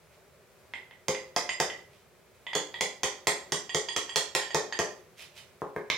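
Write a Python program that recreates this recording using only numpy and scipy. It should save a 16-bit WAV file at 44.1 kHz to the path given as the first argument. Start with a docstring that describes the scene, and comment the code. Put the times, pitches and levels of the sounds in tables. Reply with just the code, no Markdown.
"""A small room with a cloth-covered workbench: a hammer drives a brass gear along a hand-held steel shaft.
Light taps tick and ring the shaft's modes; full blows add a noisy crack, gear rattle and low modes.
Then a cover slides over the cloth as shaped noise, and the work is set down with two padded thuds.
Loose steel clanks last. Dense reflections and a quiet wavering hush surround it all."""
import sys
import numpy as np
from scipy import signal
from scipy.fft import rfft, irfft
from scipy.io import wavfile

SR = 44100
rng = np.random.default_rng(int(sys.argv[2]) if len(sys.argv) > 2 else 0)


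def store_wav(level_fs):
    """Save 16-bit WAV to argv[1]."""
    pcm = np.round(np.clip(np.atleast_2d(level_fs), -1, 1) * 32767)
    wavfile.write(sys.argv[1], SR, pcm.T.astype(np.int16))


N = 263629
SOUND_TIME_S = np.arange(int(SR * 0.8)) / SR  # shared by strikes and room tail


def undb(db):
    """Decibels to amplitude gain."""
    return 10 ** (np.asarray(db) / 20)


def along(points, hz):
    """Interpolate a spectrum table on a log-frequency axis."""
    point_hz, value = np.transpose(points)
    return np.interp(np.log(np.maximum(hz, 1)), np.log(point_hz), value)


def colour(x, points, power=1):
    """Filter causally with the table's spectrum: the folded cepstrum gives minimum phase."""
    size = 4096
    level_db = power * along(points, np.fft.rfftfreq(size, 1 / SR))
    cepstrum = irfft(np.log(undb(level_db)))
    cepstrum[1:size // 2] *= 2
    cepstrum[size // 2 + 1:] = 0
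    impulse_response = irfft(np.exp(rfft(cepstrum)))
    return signal.fftconvolve(x, impulse_response)[:len(x)]


def unit(x):
    """Scale to an energy of one."""
    return x / np.sqrt(np.sum(x ** 2))


def fade(t60_s):
    """Exponential decay, 60 dB down after t60_s."""
    return np.exp(-np.log(1000) * SOUND_TIME_S / t60_s)


def add(track, start_s, sound):
    """Mix a sound into the track at start_s."""
    i = int(start_s * SR)
    track[..., i:i + sound.shape[-1]] += sound[..., :N - i]


def ring(modes, scatter_db, detune):
    """Sum decaying modes of alternating sign; each strike scatters their levels and pitches."""
    chance = rng.standard_normal((len(modes), 2))
    total = 0
    for k, ((pitch_hz, level_db, t60_s), (level_dev, pitch_dev)) in enumerate(zip(modes, chance)):
        gain = (-1) ** k * undb(level_db + scatter_db * level_dev)
        wave = np.sin(2 * np.pi * pitch_hz * (1 + detune * pitch_dev) * SOUND_TIME_S)
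        total = total + gain * fade(t60_s) * wave
    return unit(total)


def contact(spectrum, t60_s, chatter):
    """One sharp impact, then the faces chatter unevenly as decaying noise."""
    grain, size = rng.standard_normal((2, len(SOUND_TIME_S)))
    force = chatter * unit(grain * undb(4 * size) * fade(t60_s))
    force[0] += 1
    return unit(colour(force, spectrum))


# width of diffuse sound: freq_hz, side_minus_mid_db [Hz, dB]
DIFFUSE_WIDTH = [(50, -6), (150, -7), (500, -9.5), (1200, -6.5), (3000, -4.5), (9000, 0.5)]


def spread(mid, side):
    """Left and right of a diffuse field: alike in the bass, apart in the treble."""
    side = colour(side, DIFFUSE_WIDTH)
    return np.array([mid + side, mid - side])


# room air spectrum: freq_hz, level_db_per_hz [Hz, dB per Hz]
HUSH_SPECTRUM = [(15, -87), (25, -39), (64, -5), (161, -5), (326, -16.5), (373, -1), (463, -7.5), (607, -5),
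                 (714, -13), (1160, -15), (1480, -16), (2410, -17.5), (2840, -22.5), (16000, -32)]
HUSH_DB, HUSH_WAVER_DB = -59, 0.81


def hush():
    """Quiet room air: coloured stereo noise whose level wavers a little."""
    mid, side = (colour(rng.standard_normal(N), HUSH_SPECTRUM) for _ in range(2))
    air = spread(mid, side)
    waver = np.interp(np.arange(N), np.linspace(0, N, 40), rng.standard_normal(size=40))
    return air / np.std(air) * undb(HUSH_DB + HUSH_WAVER_DB * waver)


# room decay: freq_hz, t60_s [Hz, s]
ROOM_DECAY = [(100, 0.34), (400, 0.47), (2000, 0.37), (5000, 0.38), (8000, 0.31), (15000, 0.18)]
BUILD_UP_S = 0.0046


def reverberation():
    """Dense reflections build up fast and decay band by band, soonest in the top treble."""
    hz = np.fft.rfftfreq(len(SOUND_TIME_S), 1 / SR)
    noise = rfft(rng.standard_normal(len(SOUND_TIME_S)))
    tail = 0
    for centre_hz, t60_s in ROOM_DECAY:
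        # triangular band on the log-frequency axis
        band = along([(f, float(f == centre_hz)) for f, _ in ROOM_DECAY], hz)
        tail = tail + irfft(noise * band, len(SOUND_TIME_S)) * fade(t60_s)
    return unit(tail * (1 - np.exp(-SOUND_TIME_S / BUILD_UP_S)))


def room(x, wet_db):
    """Direct sound plus the answer of the walls, by convolution."""
    response = undb(wet_db) * spread(reverberation(), reverberation())
    response[:, 0] += 1
    return signal.fftconvolve(np.atleast_2d(x), response, axes=1)[:, :N]


# rubs of hands, and the stronger sliding cover: peak_s, level_db, width_s [s, dB, s]
RUBS = [(0.126, -67, 0.04), (1.946, -67, 0.1), (2.352, -66.5, 0.027), (5.202, -48.5, 0.063),
        (5.374, -51, 0.058)]
# cloth friction spectrum: freq_hz, level_db_per_hz [Hz, dB per Hz]
CLOTH_SPECTRUM = [(200, -16), (700, -1), (1500, 3), (2600, 9), (4500, 1.5), (8000, -3), (14000, -9),
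                  (16000, -23)]
RUB_RISE = 0.41  # share of the width before the peak


def sliding():
    """Hands and cover rub over the cloth: fibre noise swells and fades with the stroke's speed."""
    t = np.arange(N) / SR
    speed = 0
    for peak_s, level_db, width_s in RUBS:
        side_width_s = width_s * np.where(t < peak_s, RUB_RISE, 1 - RUB_RISE)
        speed = speed + undb(level_db) * np.exp(-((t - peak_s) / side_width_s) ** 2)
    fibres = rng.standard_normal(N) * undb(10 * rng.standard_normal(N))
    return speed * unit(colour(fibres, CLOTH_SPECTRUM)) * np.sqrt(N)


# soft landings on the cloth: start_s, level_db, knock_db [s, dB, wooden knock relative dB]
LANDINGS = [(5.619, -4, -19), (5.763, -3.5, -5.5)]
# loose steel knocking together: start_s, level_db [s, dB]
STEEL_CLANKS = [(5.9007, -5.5), (5.9708, -27)]
# contact spectra of body, padded wood and steel: freq_hz, level_db_per_hz [Hz, dB per Hz]
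BODY_SPECTRUM = [(20, -50), (45, -45), (70, -39), (110, -32), (160, -5), (260, -14), (380, 3), (600, -3),
                 (950, -4), (1400, -6.5), (2200, -30.5), (4000, -68)]
WOOD_SPECTRUM = [(200, -12), (700, -12.5), (1300, 3), (2100, -1.5), (2600, -20), (4000, -33.5)]
CLINK_SPECTRUM = [(60, -18), (400, -7), (1000, -7.5), (1600, -5.5), (2300, 2.5), (3200, -2.5), (3700, 1.5),
                  (4500, -14), (5500, -10), (8000, -25), (16000, -36)]
# low modes of bench and room: pitch_hz, level_db, t60_s [Hz, dB, s]
LOW_MODES = [(80.5, -13.5, 0.19), (156.7, -5, 0.12), (227, -16.5, 0.21), (299, -15, 0.36),
             (367.4, -2, 0.27), (418.6, -1, 0.33), (485, 1, 0.099), (526.5, -3, 0.33), (550, -10, 0.52)]
# modes of loose steel: pitch_hz, level_db, t60_s [Hz, dB, s]
STEEL_MODES = [(2070, -2, .3), (2180, 0, .35), (2510, -3, .2), (2690, -5, .2), (2975, -5, .2),
               (3560, -3, .2), (3680, -1, .22), (5130, -5, .22), (5250, -8, .2), (6730, -12, .16),
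               (8580, -22, .15), (11700, -27, .12)]
LANDING_BODY_DB, LANDING_CLOTH_DB = -2, -30  # relative to the ring of the low modes
CLINK_DB = 7.5  # relative to the steel ring


def setting_down():
    """Two padded landings excite the low modes; then bare steel meets steel and bounces."""
    noise, metal, low = np.zeros((3, N))
    for start_s, level_db, knock_db in LANDINGS:
        body = contact(BODY_SPECTRUM, t60_s=0.022, chatter=0.44)
        knock = contact(WOOD_SPECTRUM, t60_s=0.033, chatter=0.6)
        cloth = contact(CLOTH_SPECTRUM, t60_s=0.055, chatter=2.9)
        add(noise, start_s, undb(level_db + LANDING_BODY_DB) * body)
        add(noise, start_s, undb(level_db + knock_db) * knock)
        add(noise, start_s, undb(level_db + LANDING_CLOTH_DB) * cloth)
        add(low, start_s, undb(level_db) * ring(LOW_MODES, scatter_db=3, detune=0.017))
    for start_s, level_db in STEEL_CLANKS:
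        clink = contact(CLINK_SPECTRUM, t60_s=0.014, chatter=1)
        add(noise, start_s, undb(level_db + CLINK_DB) * clink)
        add(metal, start_s, undb(level_db) * ring(STEEL_MODES, scatter_db=1, detune=0.002))
    return noise, metal, low


# gear and shaft modes that keep their pitch: pitch_hz, level_db, t60_s [Hz, dB, s]
HIGH_RING_MODES = [(7378, -6, .12), (7416, -1, .2), (7450, -9, .08), (8535, -12, .1), (8615, -9, .16),
                   (10650, -21, .08), (11000, -16, .12), (13150, -23, .08), (14950, -26, .07)]


def high_ring():
    """The thin, bright ring on top of a strike: high modes barely detuned."""
    return ring(HIGH_RING_MODES, scatter_db=2, detune=0.0008)


# overtones as the gear moves: time_s, second_mode_db, high_ring_db [s, dB, dB]
OVERTONE_LEVELS = [(1.5, -12.5, -15), (2.55, 6, -7), (3.03, 0.5, -12), (3.3, -2.5, 0.5), (4.2, 6, -4),
                   (4.8, -10.5, -9)]


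def overtones(time_s):
    """Levels in dB of the second bending mode and the high ring, which change as the gear moves."""
    times_s, *levels_db = np.transpose(OVERTONE_LEVELS)
    return [np.interp(time_s, times_s, db) for db in levels_db]


# shaft bending modes at the reference note: pitch_hz, level_db, drift_share [Hz, dB, share of note drift]
SHAFT_MODES = [(1867, -3, 0.94), (1922.4, 0, 0.96), (1962, 0, 0.934), (2080, -24, 1), (2320, -19.5, 0.63),
               (3184, -6.5, 0.24), (3322, -4, 0.66), (3386, -4.5, 0.66), (4800, -16, .3),
               (4610, -8.5, 0.24), (4876, -8.5, 0.317), (6580, -10.5, 0.18), (6700, -14, 0.53)]
# decay of each part of the ring: clack_t60_s, linger_t60_s [s, s]
SHAFT_DECAYS_S = (.03, .15)
REFERENCE_NOTE_HZ, FIRST_NOTE_HZ, SAG_HZ_PER_BLOW = 1950, 2069, 15.98


def shaft(start_s, hardness_db, linger_db):
    """Bending modes sink as blows drive the gear; it swallows most ring at once, a share lingers."""
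    blows_so_far = sum(blow[0] < start_s for blow in FULL_BLOWS)
    note_hz = FIRST_NOTE_HZ - SAG_HZ_PER_BLOW * blows_so_far
    drift = note_hz / REFERENCE_NOTE_HZ - 1
    second_db, _ = overtones(start_s)
    # a soft contact lasts longer and mutes the high modes: (Hz, share of the hardness)
    reach = [(2300, 0.053), (3300, 0.55), (4700, 0.95), (7400, 0.97)]
    levelled = []
    for pitch_hz, level_db, drift_share in SHAFT_MODES:
        is_second = 2800 < pitch_hz < 3800
        mode_db = level_db + hardness_db * along(reach, pitch_hz) + second_db * is_second
        levelled.append((pitch_hz * (1 + drift_share * drift), mode_db))
    parts = []
    for t60_s in SHAFT_DECAYS_S:
        modes = [(pitch_hz, mode_db, t60_s) for pitch_hz, mode_db in levelled]
        parts.append(ring(modes, scatter_db=2, detune=0.003))
    clack, linger = parts
    return unit(clack + undb(linger_db) * linger)


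# light taps and rebounds: start_s, level_db, hardness_db [s, dB, dB on the overtones]
LIGHT_TAPS = [(0.7373, -9, -29), (.9108, -23.5, -36), (1.1483, -10, -9), (1.492, -1, -8), (1.7, -9.5, -33),
              (2.467, -8.5, -28), (2.5326, -6.5, -15), (2.7418, -10, -21), (3.694, -9.5, -7),
              (3.8863, -6, 1), (4.0925, -11, -1.5), (4.4164, -8.5, -5), (4.506, -12, -6), (4.725, -6, -2)]
# tap contact spectrum: freq_hz, level_db_per_hz [Hz, dB per Hz]
TICK_SPECTRUM = [(100, -39), (500, -2), (950, 8), (1400, -8.5), (2100, 2.5), (3200, 8.5), (4300, -9),
                 (6500, -20), (9000, -52), (16000, -41)]
TAP_TICK_DB, TAP_HIGH_DB = -6.5, -14  # relative to the shaft ring; hardness shifts the high ring


def taps():
    """Light taps tick and ring the shaft without exciting the low modes."""
    noise, metal, low = np.zeros((3, N))
    for start_s, level_db, hardness_db in LIGHT_TAPS:
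        tick = contact(TICK_SPECTRUM, t60_s=0.025, chatter=1)
        high_db = level_db + hardness_db / 2 + TAP_HIGH_DB
        add(noise, start_s, undb(level_db + TAP_TICK_DB) * tick)
        add(metal, start_s, undb(level_db) * shaft(start_s, hardness_db, linger_db=-6.5))
        add(metal, start_s, undb(high_db) * high_ring())
    return noise, metal, low


# full blows: start_s, strength_db, thud_db, knock_db [s, dB, low modes relative dB, middle relative dB]
FULL_BLOWS = [(1.083, -4.5, 8, -10.5), (1.363, -2.5, -7.5, 4), (1.601, -1.5, -3.5, 2.5),
              (2.552, -3, 0.5, -5.5), (2.8092, -1.5, -3.5, -6.5), (3.033, -1.5, -1, -8.5),
              (3.2704, 1, -3.5, -4), (3.521, -3.5, -3, -3), (3.7465, -2.5, 3, -7.5), (3.9632, -3, -6.5, -6),
              (4.159, 0.5, -5.5, -6.5), (4.35, -0.5, -2, -6), (4.546, -3, 3.5, 4), (4.7903, -3.5, 1.5, 1.5)]
# spectra of hammer crack and gear rattling on the shaft: freq_hz, level_db_per_hz [Hz, dB per Hz]
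CRACK_SPECTRUM = [(100, -22), (400, -17.5), (1000, -3), (1500, -10), (2000, 5.5), (2700, -2.5), (4000, -3),
                  (5000, -1.5), (6800, 0.5), (8000, -16), (10000, -16.5), (13000, -23.5), (16000, -26)]
RATTLE_SPECTRUM = [(500, -15), (2000, -28), (5000, -10), (7400, 2.5), (8600, -1), (9600, -7.5), (11000, -5),
                   (12500, -15), (16000, -22)]
# middle bench modes reached by square blows: pitch_hz, level_db, t60_s [Hz, dB, s]
KNOCK_MODES = [(596, -5, 0.52), (668, -2.5, 0.25), (714, 3.5, 0.12), (773, -6, 0.23), (827, 10.5, 0.03),
               (898, 4, 0.17), (1016, -7.5, 0.37), (1072, -2.5, 0.09)]
# parts at strength 0 dB, before overtone, thud and knock levels
CRACK_DB, SHAFT_DB, RATTLE_DB, HIGH_RING_DB, BODY_DB = 1, -2, -7.5, -5.5, 1
RATTLE_DB_PER_STRENGTH_DB = 2.37  # hard blows shake the gear loose
RATTLE_LAG_S, KNOCK_LAG_S, THUD_LAG_S = 0.0012, 0.00078, 0.00218  # after contact
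BLOW_PAN_DB = 1  # left minus right


def blows():
    """Full blows crack, ring the shaft, jolt the gear into rattling and excite low and middle modes."""
    noise, metal, low = np.zeros((2, N)), np.zeros((2, N)), np.zeros(N)
    pan = undb(BLOW_PAN_DB * np.array([[1], [-1]]) / 2)
    for start_s, strength_db, thud_db, knock_db in FULL_BLOWS:
        _, high_db = overtones(start_s)

        crack = contact(CRACK_SPECTRUM, t60_s=0.012, chatter=3.7)
        rattle = contact(RATTLE_SPECTRUM, t60_s=0.1, chatter=4.9)
        body = contact(BODY_SPECTRUM, t60_s=0.034, chatter=1.45)
        rattle_db = RATTLE_DB_PER_STRENGTH_DB * strength_db + RATTLE_DB
        body_db = strength_db + (thud_db + knock_db) / 2 + BODY_DB
        add(noise, start_s, pan * undb(strength_db + CRACK_DB) * crack)
        add(noise, start_s + RATTLE_LAG_S, pan * undb(rattle_db) * rattle)
        add(noise, start_s, undb(body_db) * body)

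        shaft_ring = shaft(start_s, hardness_db=-5, linger_db=-6.5)
        add(metal, start_s, pan * undb(strength_db + SHAFT_DB) * shaft_ring)
        add(metal, start_s, pan * undb(strength_db + high_db + HIGH_RING_DB) * high_ring())

        thud = ring(LOW_MODES, scatter_db=3, detune=0.0076)
        knock = ring(KNOCK_MODES, scatter_db=2.5, detune=0.0102)
        add(low, start_s + THUD_LAG_S, undb(strength_db + thud_db) * thud)
        add(low, start_s + KNOCK_LAG_S, undb(strength_db + knock_db) * knock)
    return noise, metal, low


# stereo lean, the shaft being to the right: freq_hz, left_minus_right_db [Hz, dB]
WORK_LEAN = [(50, -1.5), (150, 3), (500, 2), (1100, 0.5), (2200, -4), (5000, -8.5), (9000, -1),
             (13000, 5.5)]
WORK_WET_DB, LOW_WET_DB = -1.5, -12  # reverberation relative to direct sound


def scene():
    """Contact noise, metal and low modes sound into the room, balanced left to right by frequency."""
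    sources = zip(setting_down(), taps(), blows())
    noise, metal, low = (landing + tap + blow for landing, tap, blow in sources)
    work = room(noise + sliding(), WORK_WET_DB)
    work = work + room(metal, WORK_WET_DB) + room(low, LOW_WET_DB)
    left = colour(work[0], WORK_LEAN, power=1 / 2)
    right = colour(work[1], WORK_LEAN, power=-1 / 2)
    return hush() + np.array([left, right])


BASS_CUT_HZ, TOP_HZ = 45, 16000
CEILING = 0.5  # full scale = 1


def record(dry):
    """Small microphones lose the deepest bass; the recorder rounds sharp peaks and cuts the top."""
    bass_cut = signal.butter(2, BASS_CUT_HZ, "high", fs=SR, output="sos")
    top_cut = signal.ellip(8, 0.2, 70, TOP_HZ, fs=SR, output="sos")
    thin = signal.sosfilt(bass_cut, dry)
    rounded = CEILING * np.tanh(thin / CEILING)
    return signal.sosfilt(top_cut, rounded)


dry = scene()
out = record(dry)
store_wav(out)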